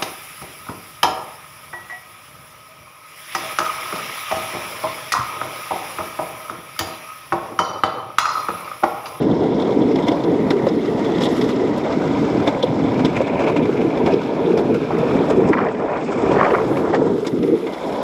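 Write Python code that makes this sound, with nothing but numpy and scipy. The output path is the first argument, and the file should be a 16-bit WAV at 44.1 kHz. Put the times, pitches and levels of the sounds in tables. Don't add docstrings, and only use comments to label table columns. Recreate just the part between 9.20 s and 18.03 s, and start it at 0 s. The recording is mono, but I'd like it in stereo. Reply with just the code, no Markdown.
import sys
import numpy as np
from scipy import signal
from scipy.fft import rfft, irfft, next_fast_len
from scipy.io import wavfile
from scipy.ndimage import uniform_filter1d

SR = 44100
rng = np.random.default_rng(int(sys.argv[2]) if len(sys.argv) > 2 else 0)


def bounce(signal):
    frames = np.transpose(np.atleast_2d(signal))
    limited = np.clip(frames, -1, 1)
    pcm = np.round(limited * 32767).astype(np.int16)
    wavfile.write(sys.argv[1], SR, pcm)


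N = 389388


def from_db(db):
    return 10 ** (np.asarray(db) / 20)


def rms_one(x):
    return x / np.sqrt(np.mean(x ** 2) + 1e-20)


def unit(x):
    return x / x[0].std()


def in_time(rows):
    s, *columns = np.transpose(rows)
    t = np.arange(N) / SR
    return [np.interp(t, s, column) for column in columns]


def colour(x, points):
    size = next_fast_len(N + SR // 4)
    hz = np.maximum(np.fft.rfftfreq(size, 1 / SR), 1)
    points_hz, points_db = np.transpose(points)
    db = np.interp(np.log(hz), np.log(points_hz), points_db)
    cepstrum = irfft(np.log(from_db(db)), size)
    cepstrum[1:size // 2] *= 2
    cepstrum[size // 2 + 1:] = 0
    response = np.exp(rfft(cepstrum))
    return irfft(rfft(x, size) * response, size)[..., :N]


def drift(rate_per_s):
    r = np.exp(-2 * np.pi * rate_per_s / SR)
    noise = rng.standard_normal(N + SR)
    return rms_one(signal.lfilter([1], [1, -2 * r, r * r], noise)[SR:])


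FLUTTER_SPAN_S = .2


def flutter(rate_per_s):
    x = drift(rate_per_s)
    quick = x - uniform_filter1d(x, round(FLUTTER_SPAN_S * SR))
    return 2 * np.tanh(rms_one(quick) / 2)


def lumpy(db, rate_per_s):
    return rng.standard_normal((2, N)) * from_db(db * drift(rate_per_s))


def resonance(hz, width_hz):
    r = np.exp(-np.pi * width_hz / SR)
    b = (1 - r * r) / 2 * np.array([1, 0, -1])
    return b, [1, -2 * r * np.cos(2 * np.pi * hz / SR), r * r]


def moving_ring(x, hz, width_hz):
    out, state, step = np.zeros_like(x), np.zeros((2, 2)), 1024
    width_hz = np.broadcast_to(width_hz, N)
    for i in range(0, N, step):
        b, a = resonance(hz[i], width_hz[i])
        out[:, i:i + step], state = signal.lfilter(b, a, x[:, i:i + step], zi=state)
    return out


def bursts(times_s, peak_db, t60_s, scatter_db=0):
    out, t = np.zeros(N), np.arange(SR // 8) / SR
    peak_db = peak_db + scatter_db * rng.standard_normal(len(times_s))
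    for s, db, decay_s in np.broadcast(times_s, peak_db, t60_s):
        tau_s = np.clip(decay_s, .008, .12) / np.log(1000)
        i = round(max(s - tau_s, 0) * SR)
        x = t / tau_s
        burst = from_db(db) * (np.e * x / 2) ** 2 * np.exp(-x)
        out[i:i + len(t)] += burst[:N - i]
    return out


def tick_level(per_s, size, t60_s):
    size_db = 1.5 * np.minimum(rng.exponential(1, N), 3)
    ticks = (rng.random(N) < per_s / SR) * from_db(size_db)
    r = from_db(-60 / (t60_s * SR))
    return 1 + size * np.e * signal.lfilter([1 - r], [1, -2 * r, r * r], ticks)


# t offset/s, level/dB
SNAP_TOUCHES = [(-.002, -8), (0, -1.5), (.002, -2.5), (.0045, -11)]
SNAP_DB = 12
TOUCH_JITTER_S, TOUCH_SCATTER_DB = 0.00065, 1.5


def snaps(times_s, peak_db):
    out = np.zeros(N)
    for after_s, db in SNAP_TOUCHES:
        jitter, scatter, push = rng.standard_normal((len(times_s), 3)).T
        at = np.round((times_s + .002 + after_s + TOUCH_JITTER_S * jitter) * SR).astype(int)
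        click_db = peak_db + SNAP_DB + db + TOUCH_SCATTER_DB * scatter
        out[at] += from_db(click_db) * np.sign(push)
    return out


# t/s, level/dB
DECK_ROLL = [(0, -25), (.55, -23.5), (.7, -25.5), (.9, -21.5), (1.45, -25.5), (1.58, -30), (1.8, -24),
             (2.3, -25.5), (2.9, -24.5), (3.8, -22.5), (3.92, -25.5), (4.26, -22), (4.48, -26), (4.88, -22),
             (4.98, -27.5), (5.2, -22.5), (5.3, -23), (5.6, -28), (6.1, -23), (6.47, -21.5), (6.57, -28.5),
             (6.7, -20), (6.86, -26.5), (7.15, -17), (7.5, -24.5), (7.78, -22), (8.16, -36.5),
             (8.35, -34.5), (8.45, -30), (8.83, -23.5)]
# f/Hz, density/dB per Hz
DECK_SPECTRUM = [(240, -19), (400, -5), (549, -1), (714, -5), (879, -8.5), (973, -5), (1120, -19.5),
                 (1370, -23), (1550, -25), (1720, -22), (2000, -26.5), (2600, -48.5), (4400, -120)]
# t/s, ring peak/dB, hardware re ring/dB, hiss re ring/dB
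JOLTS = [(.0204, -28.5, -5, -11), (.2344, -33, 1, -13), (.398, -33, 7, -22), (.42, -39, 9, -22),
         (.4693, -30, -16, -33), (0.507, -37, 9, -22), (.521, -36, 6, -22), (0.616, -38, 8, -19),
         (.7123, -30, 1, -26), (.7575, -23, 2.5, -18), (.7864, -25, -5, -19), (0.8677, -27, -4, -16),
         (.8748, -22, -12, -18), (.8819, -18.5, 6.5, -13), (.9155, -31, 8, -15), (1.0373, -32, 11, -25),
         (1.305, -14.5, 0, -18), (1.4681, -24.5, 0, -18), (1.4864, -34, 9, -24), (1.656, -29, 2, -28),
         (1.8044, -40, -6, -5), (1.8462, -23, -5, -19), (1.946, -44, 15, -26), (1.981, -30, 10, -33),
         (2.001, -36, 5, -20), (2.008, -19, -1, -23), (2.0165, -31, 13, -12), (2.0244, -27.5, 7.5, -2),
         (2.0338, -25.5, 8, -3), (2.046, -29, 5, -1), (2.0554, -32, 13, -6), (2.0644, -36, 15, -14),
         (2.0873, -39, 10, -20), (2.1105, -50, 6, -20), (2.166, -38, -6, 2), (2.2117, -21.5, 3, -25),
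         (2.24, -27, 1, -23), (2.289, -30, 0, -10), (2.399, -28, -10, -23), (2.576, -40, -5, 8),
         (2.6444, -27, -15, -23), (2.7228, -27, 3, -25), (3.2655, -24, -15, -14), (3.275, -14, -4, -22),
         (3.286, -36, 6, -12), (3.4273, -31.5, 10, -9), (3.4374, -32, 7, -2), (3.7933, -17.5, -12, -30),
         (3.848, -18, 4.5, -13), (3.855, -21, -1, -22), (3.9654, -17, -12, -21), (4.0123, -24, -16, -17),
         (4.0703, -21, -16, -28), (4.1683, -32, -18, -25), (4.1927, -19, -18, -25), (4.205, -22, -16, -25),
         (4.219, -25, -14, -25), (4.238, -20, -17, -23), (4.265, -20, -14, -25), (4.2724, -21, -12, -25),
         (4.283, -21, -14, -25), (4.296, -26, -10, -21), (4.319, -27, -16, -25), (4.363, -13.5, -18, -30),
         (4.374, -32, 2, -17), (4.398, -45, -16, -28), (4.4273, -35, -6, -14), (4.453, -27.5, -4, -25),
         (4.608, -28, -20, -31), (4.772, -28.5, -1, -21), (4.861, -19.5, 0.5, -16), (4.874, -21, -12, -24),
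         (4.884, -35, -12, -24), (4.907, -26, -21, -25), (4.937, -32, 10.5, -16), (4.921, -27, -8, -24),
         (5.015, -32, -1, -20), (5.033, -33, 5, -21), (5.058, -38, -3, -22), (5.086, -41, 3, -22),
         (5.3737, -21, -4, -16), (5.3894, -23, -3.5, -16), (5.543, -18.5, -15, -20), (5.7815, -34, 2, 0),
         (5.9095, -27, -23, -30), (6.103, -16.5, -17, -22), (6.2894, -35, -8, 1), (6.769, -33, 1.5, -31),
         (7.1127, -22, -8, -26), (7.568, -19, -18, -26), (7.744, -15.5, -11, -26), (8.049, -25, -7, -17),
         (8.0666, -26.5, 8.5, -7), (8.077, -32, 3, -20), (8.089, -45, -2, -20), (8.2283, -27.5, 1, -24),
         (8.276, -34, 3, -17), (8.4674, -26, -2, -32), (8.5334, -26, -3, -30), (8.7226, -32, -2, -10)]
JOLT_T60_S = [0.035, 0.025, 0.017, 0.023, 0.026]
JOLT_CHATTER_DB = [-13.5, -17, -16, -.6, -6]
LIFT_DB, LIFT_T60_S = 2, 0.047


def deck(paving_db):
    s, db, _, _ = np.transpose(JOLTS)
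    knock_s = np.transpose(KNOCKS)[0]
    lift = np.minimum(bursts(knock_s, 0, LIFT_T60_S), 1)
    roll_db, = in_time(DECK_ROLL)
    level = from_db(roll_db + paving_db - LIFT_DB * lift)
    level += bursts(s, db + JOLT_CHATTER_DB[4], JOLT_T60_S[4])
    return level * unit(colour(lumpy(db=2.0, rate_per_s=13.7), DECK_SPECTRUM))


# t/s, grit/dB, ring f/Hz, ring/dB, axle hardware/dB
TRUCKS = [(0, -44, 2060, -46.5, -42.5), (.6, -40, 2080, -45, -43), (.9, -43, 2100, -46, -39),
          (1.15, -37, 2000, -41.5, -46.5), (1.6, -38.5, 1930, -43, -45), (1.97, -31.5, 1940, -39.5, -40),
          (2.04, -43, 1970, -40, -41), (2.15, -31, 1950, -39.5, -38), (2.5, -34.5, 2010, -41.5, -45),
          (3.1, -33.5, 2180, -39, -41), (3.45, -40.5, 2100, -42.5, -42), (3.8, -34, 2200, -40, -42),
          (4.25, -44, 2300, -37.5, -47), (4.55, -37, 2210, -40, -45.5), (5.5, -39, 2290, -42.5, -46),
          (5.95, -37, 2350, -40, -41.5), (6.55, -49, 2250, -45, -54), (7.15, -35.5, 2310, -39, -48),
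          (7.9, -39, 2120, -53.5, -49.5), (8.25, -42.5, 2060, -46, -49.5), (8.83, -39, 2200, -44, -40.5)]
# f/Hz, density/dB per Hz
GRIT_SPECTRUM = [(700, -16), (1200, 5.5), (1700, 2.5), (2300, -11), (2600, -7.5), (4400, -16),
                 (6100, -20.5), (8000, -25.5), (9000, -80.5), (15000, -56.5)]
# t/s, width/Hz
RING_WIDTH = [(0, 480), (3.2, 480), (3.9, 670), (5.2, 650), (6, 550), (8.83, 544)]
# f/Hz, width per pass/Hz, level/dB
HARDWARE_MODES = [(3440, 680, -2), (2910, 750, -11.5), (4000, 730, -12.5), (5170, 910, -10)]
NOTCH_RATIO, NOTCH_DEPTH, NOTCH_WIDTH_HZ = 0.86, 0.69, 1480


def truck_grit(grit_db, ring_hz, paving_db):
    s, db, _, _ = np.transpose(JOLTS)
    grit = unit(colour(lumpy(db=1.3, rate_per_s=14.0), GRIT_SPECTRUM))
    grit = grit - NOTCH_DEPTH * moving_ring(grit, NOTCH_RATIO * ring_hz, NOTCH_WIDTH_HZ)
    steady = from_db(grit_db + paving_db + 1) * tick_level(per_s=44, size=.6, t60_s=0.0073)
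    return grit * (steady + bursts(s, db + JOLT_CHATTER_DB[0], JOLT_T60_S[0]))


def truck_ring(ring_hz, ring_db, paving_db):
    s, db, _, _ = np.transpose(JOLTS)
    steady = from_db(ring_db + paving_db + 0.94 * flutter(11))
    steady = steady * tick_level(per_s=40, size=.9, t60_s=0.0055)
    jolts = bursts(s, db + JOLT_CHATTER_DB[1], JOLT_T60_S[1])
    drive = lumpy(db=1.5, rate_per_s=49) * (steady + jolts)
    drive += snaps(s, db - 3.5)
    ring_hz = ring_hz * (1 + 0.024 * drift(25))
    width_hz, = in_time(RING_WIDTH)
    gain = np.sqrt(2 * SR / np.pi / width_hz)
    once = moving_ring(drive, ring_hz, width_hz)
    return gain * moving_ring(once, ring_hz, width_hz)


def truck_hardware(hardware_db, paving_db):
    s, db, to_hardware_db, _ = np.transpose(JOLTS)
    peak_db = db + to_hardware_db
    out = np.zeros((2, N))
    for hz, width_hz, mode_db in HARDWARE_MODES:
        shake = from_db(hardware_db + paving_db - 3.5) * tick_level(per_s=33, size=.6, t60_s=0.015)
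        shake += bursts(s, peak_db + JOLT_CHATTER_DB[2], JOLT_T60_S[2], scatter_db=6.0)
        drive = lumpy(db=2.5, rate_per_s=21) * shake + snaps(s, peak_db - 2.5)
        b, a = resonance(hz, width_hz)
        gain = from_db(mode_db) * np.sqrt(2 * SR / np.pi / width_hz)
        out += gain * signal.lfilter(b, a, signal.lfilter(b, a, drive))
    return out


def trucks(paving_db):
    grit_db, ring_hz, ring_db, hardware_db = in_time(TRUCKS)
    out = truck_grit(grit_db, ring_hz, paving_db)
    out += truck_ring(ring_hz, ring_db, paving_db)
    return out + truck_hardware(hardware_db, paving_db)


ECHO_RATIO, ECHO_DEPTH, ECHO_WIDTH_HZ = 0.845, 0.44, 160


def ground_echo(x):
    ring_hz = in_time(TRUCKS)[1]
    return x - ECHO_DEPTH * moving_ring(x, ECHO_RATIO * ring_hz, ECHO_WIDTH_HZ)


# t/s, hiss/dB, width/dB
HISS_AND_WIDTH = [(0, -57, 4), (.42, -52.5, 1), (1.95, -53.5, -1.5), (2.03, -37, -6), (2.25, -52, 0),
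                  (2.5, -57, 1), (3.17, -45.5, -4.5), (3.5, -51, -3.5), (4.28, -51, 3), (4.7, -74, 6),
                  (5.58, -67, 1), (6.15, -41, 2.5), (6.32, -47, 1), (6.52, -53, -3), (6.9, -42, -6.5),
                  (7.87, -46, -2), (8.24, -53, 1), (8.7, -46, -28)]
# f/Hz, density/dB per Hz
HISS_SPECTRUM = [(1760, -26.5), (3000, 1), (3550, 5.5), (4050, -2.5), (4600, 1.5), (5200, 7.5),
                 (5900, -0.5), (6780, 3), (8300, 0.5), (10000, -69), (13000, -42.5), (22000, -120)]
# t/s, mid/dB, side/dB
FAINT_TREBLE = [(0, -64, -62), (1.95, -55.5, -47), (2.05, -55, -43), (2.13, -50, -46), (2.3, -52.5, -46),
                (2.4, -64, -52), (3.2, -58, -47), (3.6, -61.5, -57), (5.5, -60, -57), (6.1, -55.5, -46),
                (6.5, -84, -50), (7.05, -72, -38), (7.3, -54.5, -52), (7.6, -52, -43), (7.75, -69, -36),
                (8, -54.5, -56), (8.83, -55, -52)]
# f/Hz, density/dB per Hz
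FAINT_TREBLE_SPECTRUM = [(7000, -46.5), (9500, 2), (12000, -2), (13500, -11), (14400, -4.5), (15000, 0.5)]


def hiss():
    s, db, _, to_hiss_db = np.transpose(JOLTS)
    crack = bursts(s, db + to_hiss_db + JOLT_CHATTER_DB[3], JOLT_T60_S[3])
    hiss_db = in_time(HISS_AND_WIDTH)[0]
    skin = unit(colour(lumpy(db=3.5, rate_per_s=21.0), HISS_SPECTRUM))
    skin = skin * (from_db(hiss_db + 3.5) + crack)
    faint_db = np.array(in_time(FAINT_TREBLE)) + 2.0 * np.array([drift(11), drift(6)])
    faint = unit(colour(rng.standard_normal((2, N)), FAINT_TREBLE_SPECTRUM))
    faint = faint * (from_db(faint_db) + crack * [[.15], [.3]])
    return skin * [[.3], [1]] + faint


# t/s, buffeting/dB, drone/dB
WIND = [(0, -13.5, -18.5), (.15, -19, -22), (.22, -18, -19.5), (.5, -21.5, -21.5), (.61, -16, -17),
        (.72, -21, -21.5), (.85, -19, -25), (.97, -23.5, -36), (1.08, -19, -20), (1.5, -20.5, -20),
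        (1.75, -21.5, -23), (2.1, -18, -22), (2.52, -20.5, -20), (2.62, -22, -28.5), (2.75, -23, -26),
        (2.92, -17.5, -23.5), (3.25, -20.5, -23), (3.33, -28, -50), (3.46, -22, -31), (3.64, -16, -26.5),
        (3.86, -18.5, -23), (3.93, -21.5, -33), (4.15, -22, -26.5), (4.35, -21, -19), (4.75, -21, -22.5),
        (4.93, -18, -17), (5.15, -28, -23.5), (5.23, -17.5, -21.5), (5.29, -20, -13), (5.36, -17, -15),
        (5.43, -22.5, -22.5), (5.51, -16, -11.5), (5.56, -16, -13.5), (5.6, -29, -31), (5.635, -24, -18.5),
        (5.66, -29, -31), (5.74, -21.5, -21), (6.1, -20, -21.5), (6.2, -16.5, -11), (6.33, -17.5, -27.5),
        (6.5, -26, -21), (6.85, -25.5, -28.5), (7.1, -21.5, -20), (7.35, -26.5, -23), (7.5, -23, -19),
        (7.67, -25, -21), (7.87, -18.5, -16), (8.1, -32.5, -27), (8.14, -19, -20), (8.18, -17, -19.5),
        (8.28, -20.5, -18), (8.34, -19, -9.5), (8.37, -20.5, -19), (8.4, -29, -25), (8.45, -30, -24),
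        (8.6, -31.5, -43), (8.7, -23.5, -24), (8.83, -31.5, -48)]
# f/Hz, density/dB per Hz
BUFFET_SPECTRUM = [(70, -42.5), (120, -11), (200, -3.5), (270, 2), (330, -2.5), (450, -13.5), (700, -23),
                   (1500, -78)]
# f/Hz, density/dB per Hz
DRONE_SPECTRUM = [(200, -46.5), (320, -3), (400, -2), (465, 0), (500, -9.5), (540, -22.5), (700, -34),
                  (1500, -77.5)]
# t/s, level/dB
SWELL = [(0, -10), (1.3, -12.5), (2, -12), (3.4, -8), (5.5, -10.5), (5.7, -4.5), (6.3, -8), (6.55, -15),
         (6.9, -10), (7.1, -2), (7.9, -11.5), (8.2, -13), (8.6, -27), (8.83, -27)]
# f/Hz, density/dB per Hz
DEEP_SPECTRUM = [(25, -44), (40, -11.5), (63, -1.5), (90, 4.5), (125, 8.5), (160, 13), (220, 6.5),
                 (400, -53.5)]
# t/s, left re right/dB
LEAN = [(0, -2.2), (.45, -2.2), (.55, -.2), (4.1, -.2), (4.3, -2), (5, -2), (5.1, -.5), (5.6, -.2), (6, 1),
        (6.5, 1), (8, .6), (8.83, .6)]
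GUST_FLUTTER_DB, GUST_FLUTTER_PER_S = 0.75, 10.3
EDDY_FLUTTER_DB = 0.94


def wind_lows():
    gust_db = GUST_FLUTTER_DB * flutter(GUST_FLUTTER_PER_S)
    buffet_db, drone_db = (db + gust_db + EDDY_FLUTTER_DB * flutter(7.3) for db in in_time(WIND))
    deep_db = buffet_db + in_time(SWELL)[0]
    lows = from_db(buffet_db) * unit(colour(lumpy(db=0.97, rate_per_s=27), BUFFET_SPECTRUM))
    lows += from_db(drone_db) * unit(colour(lumpy(db=0.93, rate_per_s=19.0), DRONE_SPECTRUM))
    deep = from_db(deep_db) * unit(colour(lumpy(db=2.0, rate_per_s=20), DEEP_SPECTRUM))
    left_to_right = from_db(in_time(LEAN)[0])
    side_to_mid = (left_to_right - 1) / (left_to_right + 1)
    return lows + deep, side_to_mid * lows[0]


# t/s, peak/dB, f/Hz, t60/s
KNOCKS = [(0.017, -16, 324, 0.029), (.287, -9, 403, 0.041), (.492, -4, 556, 0.021), (0.756, -8, 287, 0.045),
          (0.85, -22, 428, 0.021), (0.874, -11, 247, 0.035), (.885, -4, 295, 0.049), (0.918, 3, 420, 0.014),
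          (1.035, -17, 330, 0.024), (1.209, -18, 487, 0.023), (1.306, -3, 292, 0.04),
          (1.468, 2.5, 540, 0.025), (1.619, -19, 238, 0.033), (1.646, -34, 340, 0.022),
          (1.946, -8, 278, .025), (2.263, -6, 311, 0.041), (2.407, -6.5, 364, 0.039),
          (3.275, -5.5, 288, 0.053), (3.356, -17, 387, 0.03), (3.434, -1.5, 499, 0.039),
          (3.445, -13, 416, 0.019), (3.597, -4, 517, 0.014), (3.847, 3.5, 270, 0.028),
          (3.858, -5, 290, 0.042), (4.005, 3, 524, 0.021), (4.015, -4, 570, 0.02), (4.362, -11, 286, 0.092),
          (4.605, -4, 390, 0.029), (4.839, 0, 298, 0.019), (4.86, -7, 318, 0.04), (4.931, -6, 383, 0.034),
          (5.124, -8, 490, 0.017), (5.276, -6.5, 430, 0.045), (5.373, -11, 443, 0.033),
          (6.006, -3.5, 395, 0.034), (6.293, -4, 414, 0.05), (6.306, -6.5, 299, 0.056),
          (7.093, -0.5, 345, 0.026), (7.168, 3, 400, 0.02), (7.409, -6.5, 445, 0.032),
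          (7.705, -2, 358, 0.02), (7.739, 0, 800, 0.015), (7.744, -4, 530, 0.027), (7.818, 0, 449, 0.036),
          (7.854, -25, 500, 0.023)]
# multiple of knock f, level/dB
KNOCK_MODES = [(1, 3), (.78, -7), (1.27, -19.5), (.55, -16.5), (1.9, -13)]


def knocks():
    out, t = np.zeros(N), np.arange(SR // 8) / SR
    for (s, db, hz, t60_s), sign in zip(KNOCKS, rng.choice([-1, 1], len(KNOCKS))):
        i = round(s * SR)
        envelope = from_db(-60 * t / t60_s) * (1 - np.exp(-t / 0.0057))
        ring = sum(from_db(mode_db) * np.sin(2 * np.pi * ratio * hz * t)
                   for ratio, mode_db in KNOCK_MODES)
        knock = sign * from_db(db + 6.5) * envelope * ring
        out[i:i + len(t)] += knock[:N - i]
    return out


# t/s, peak/dB, f/Hz
THUMPS = [(0.062, -7, 285), (0.117, -7, 296), (0.42, -7, 388), (0.528, -18, 242), (0.57, -1, 326),
          (0.611, -4, 231), (0.655, -2, 222), (1.069, -3, 368), (1.264, -5, 220), (1.435, -6, 239),
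          (1.511, -9, 312), (1.568, -5, 283), (1.749, -7, 229), (1.814, -10, 280), (2.029, -4, 245),
          (2.07, -7, 345), (2.179, -14, 243), (2.291, -5, 231), (2.439, -9, 256), (2.772, -6, 326),
          (2.859, -11, 310), (2.909, -11, 275), (3.069, -12, 320), (3.149, -7, 280), (3.621, -9, 334),
          (3.659, -6, 215), (3.809, -4, 261), (4.249, -10, 294), (4.289, -8, 440), (4.389, -1, 264),
          (4.493, -0.5, 392), (4.648, -1, 331), (5.329, -8, 480), (5.455, -5, 299), (5.499, -8, 436),
          (5.548, -10, 450), (5.83, -2, 480), (5.953, -1.5, 269), (6.109, 0, 430), (6.21, -10, 426),
          (6.428, -6, 231), (6.649, -11, 320), (6.891, -9, 390), (7.037, -2, 380), (7.123, -7, 440),
          (7.319, -4, 474), (7.334, -3, 393), (7.498, -12, 304), (7.619, -12, 337), (7.899, -7, 423),
          (8.029, -6, 416), (8.052, -14, 369), (8.068, -7, 290), (8.199, -9, 253), (8.297, -6, 400),
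          (8.349, -11, 334)]
THUMP_T60_S, THUMP_RISE_S = 0.028, 0.0036


def thumps():
    out, t = np.zeros(N), np.arange(SR // 8) / SR
    envelope = from_db(-60 * t / THUMP_T60_S) * (1 - np.exp(-t / THUMP_RISE_S))
    for (s, db, hz), sign in zip(THUMPS, rng.choice([-1, 1], len(THUMPS))):
        i = round(s * SR)
        out[i:i + len(t)] += sign * from_db(db + 7.0) * envelope * np.sin(2 * np.pi * hz * t)
    return out


# t/s, level/dB
RUSH = [(5.65, -51), (5.72, -31.5), (6.318, -33.5), (6.33, -26), (6.342, -28), (6.35, -37), (6.361, -40),
        (6.372, -28), (6.41, -27), (6.435, -29), (6.47, -37.5), (6.57, -37), (6.76, -25.5), (6.83, -40),
        (7.05, -29.5), (7.11, -32), (7.14, -32), (7.17, -20.5), (7.21, -24), (7.235, -18.5), (7.27, -23),
        (7.295, -27), (7.32, -32), (7.345, -23), (7.39, -28), (7.43, -36), (7.72, -31.5), (7.85, -39),
        (7.95, -45)]
# f/Hz, density/dB per Hz
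RUSH_SPECTRUM = [(290, -44), (500, -8), (750, 1), (1040, 0.5), (1600, -6.5), (1760, -7), (2200, -14),
                 (2690, -23), (3920, -47), (4480, -35), (6000, -34.5), (7800, -71), (13200, -120)]
# t/s, peak/dB, step per higher band/dB
SLAPS = [(5.705, -10.5, -22), (6.307, -13, -5), (6.321, -15.5, 2), (6.329, -9, 3), (6.336, -9.5, 1),
         (6.345, -25, -3), (6.369, -17, 3.5), (6.376, -13.5, 2.5), (6.386, -12, 2.5), (6.396, -19, -1),
         (6.405, -11, 3.5), (6.43, -13, -2), (6.446, -15, 1), (6.463, -11, 0), (6.485, -20, 6),
         (6.51, -26, 2), (6.549, -31, 7.5), (6.6, -22, 2), (6.749, -28, -10), (6.879, -24, 4.5),
         (6.92, -15.5, 3), (7.063, -28, -7), (7.088, -24, -10), (7.11, -29, 9), (7.143, -17, 0),
         (7.168, -16, 0), (7.186, -10, 4), (7.2, -8, 4.5), (7.212, -14, 2.5), (7.242, -12, 2.5),
         (7.226, -13, 2), (7.262, -8, 0), (7.283, -25, 7), (7.306, -17, 7), (7.334, -9, 3),
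         (7.348, -9, -2.5), (7.38, -12, 2.5), (7.409, -15, 0), (7.564, -29, -2), (7.704, -34, 0),
         (7.733, -8, 1.5), (7.739, -16, -2), (7.748, -24, 7.5), (7.855, -27, 2), (8.07, -20, 1)]
RUSH_BANDS_HZ = [(300, 900), (900, 1600), (1600, 2600), (2600, 3900)]
RUSH_WIDTH_DB = 12.5


def wind_rush():
    start, end = (RUSH[0][0] - .1, -70), (RUSH[-1][0] + 0.11, -70)
    rush_db, = in_time([start] + list(RUSH) + [end])
    s, db, bright_db = np.transpose(SLAPS)
    steady = from_db(rush_db + 1.5) * tick_level(per_s=130, size=.4, t60_s=0.015)
    grain_db = 2.23 * drift(250)
    noise = unit(colour(rng.standard_normal((2, N)), RUSH_SPECTRUM))
    rush = 0
    for k, band_hz in enumerate(RUSH_BANDS_HZ):
        band = signal.sosfilt(signal.butter(2, band_hz, "band", fs=SR, output="sos"), noise)
        slaps = bursts(s, db - 10.5 + k * bright_db, 0.028)
        rush = rush + band * (steady + slaps) * from_db(grain_db + 2.1 * drift(120))
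    return rush * from_db([[0], [RUSH_WIDTH_DB]])


# f/Hz, side re mid/dB
WIDTH_SPECTRUM = [(60, -31), (110, -80.5), (200, -40.5), (370, -25), (690, -18.5), (1270, -15.5),
                  (2330, -8), (4300, -7.5), (7910, 10), (14600, 8.5)]
SHARED = 0.17
TRUCK_LEAN = -0.097
PAVING_DB, PAVING_PER_S = 0.5, 7.8


def scene():
    paving_db = PAVING_DB * flutter(PAVING_PER_S)
    rumble = ground_echo(deck(paving_db))
    metal = ground_echo(trucks(paving_db))
    treble = hiss()
    lows, lows_lean = wind_lows()
    hits = (knocks() + thumps()) * [[1], [.3]]
    mid, apart = rumble + metal + lows + hits + wind_rush()
    width_db = in_time(HISS_AND_WIDTH)[1]
    side = colour(np.sqrt(SHARED) * mid + np.sqrt(1 - SHARED) * apart, WIDTH_SPECTRUM)
    side = side * from_db(width_db) + lows_lean + TRUCK_LEAN * metal[0]
    mid, side = np.array([mid, side]) + treble
    return np.array([mid + side, mid - side])


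LOW_CUT_HZ, STOPBAND_HZ = 40, 15165


def record(dry):
    thin = signal.sosfilt(signal.butter(2, LOW_CUT_HZ, "high", fs=SR, output="sos"), dry)
    rounded = 1.191 * np.tanh(thin / 1.366)
    return signal.sosfilt(signal.cheby2(20, 70, STOPBAND_HZ, fs=SR, output="sos"), rounded)


dry = scene()
out = record(dry)
bounce(out)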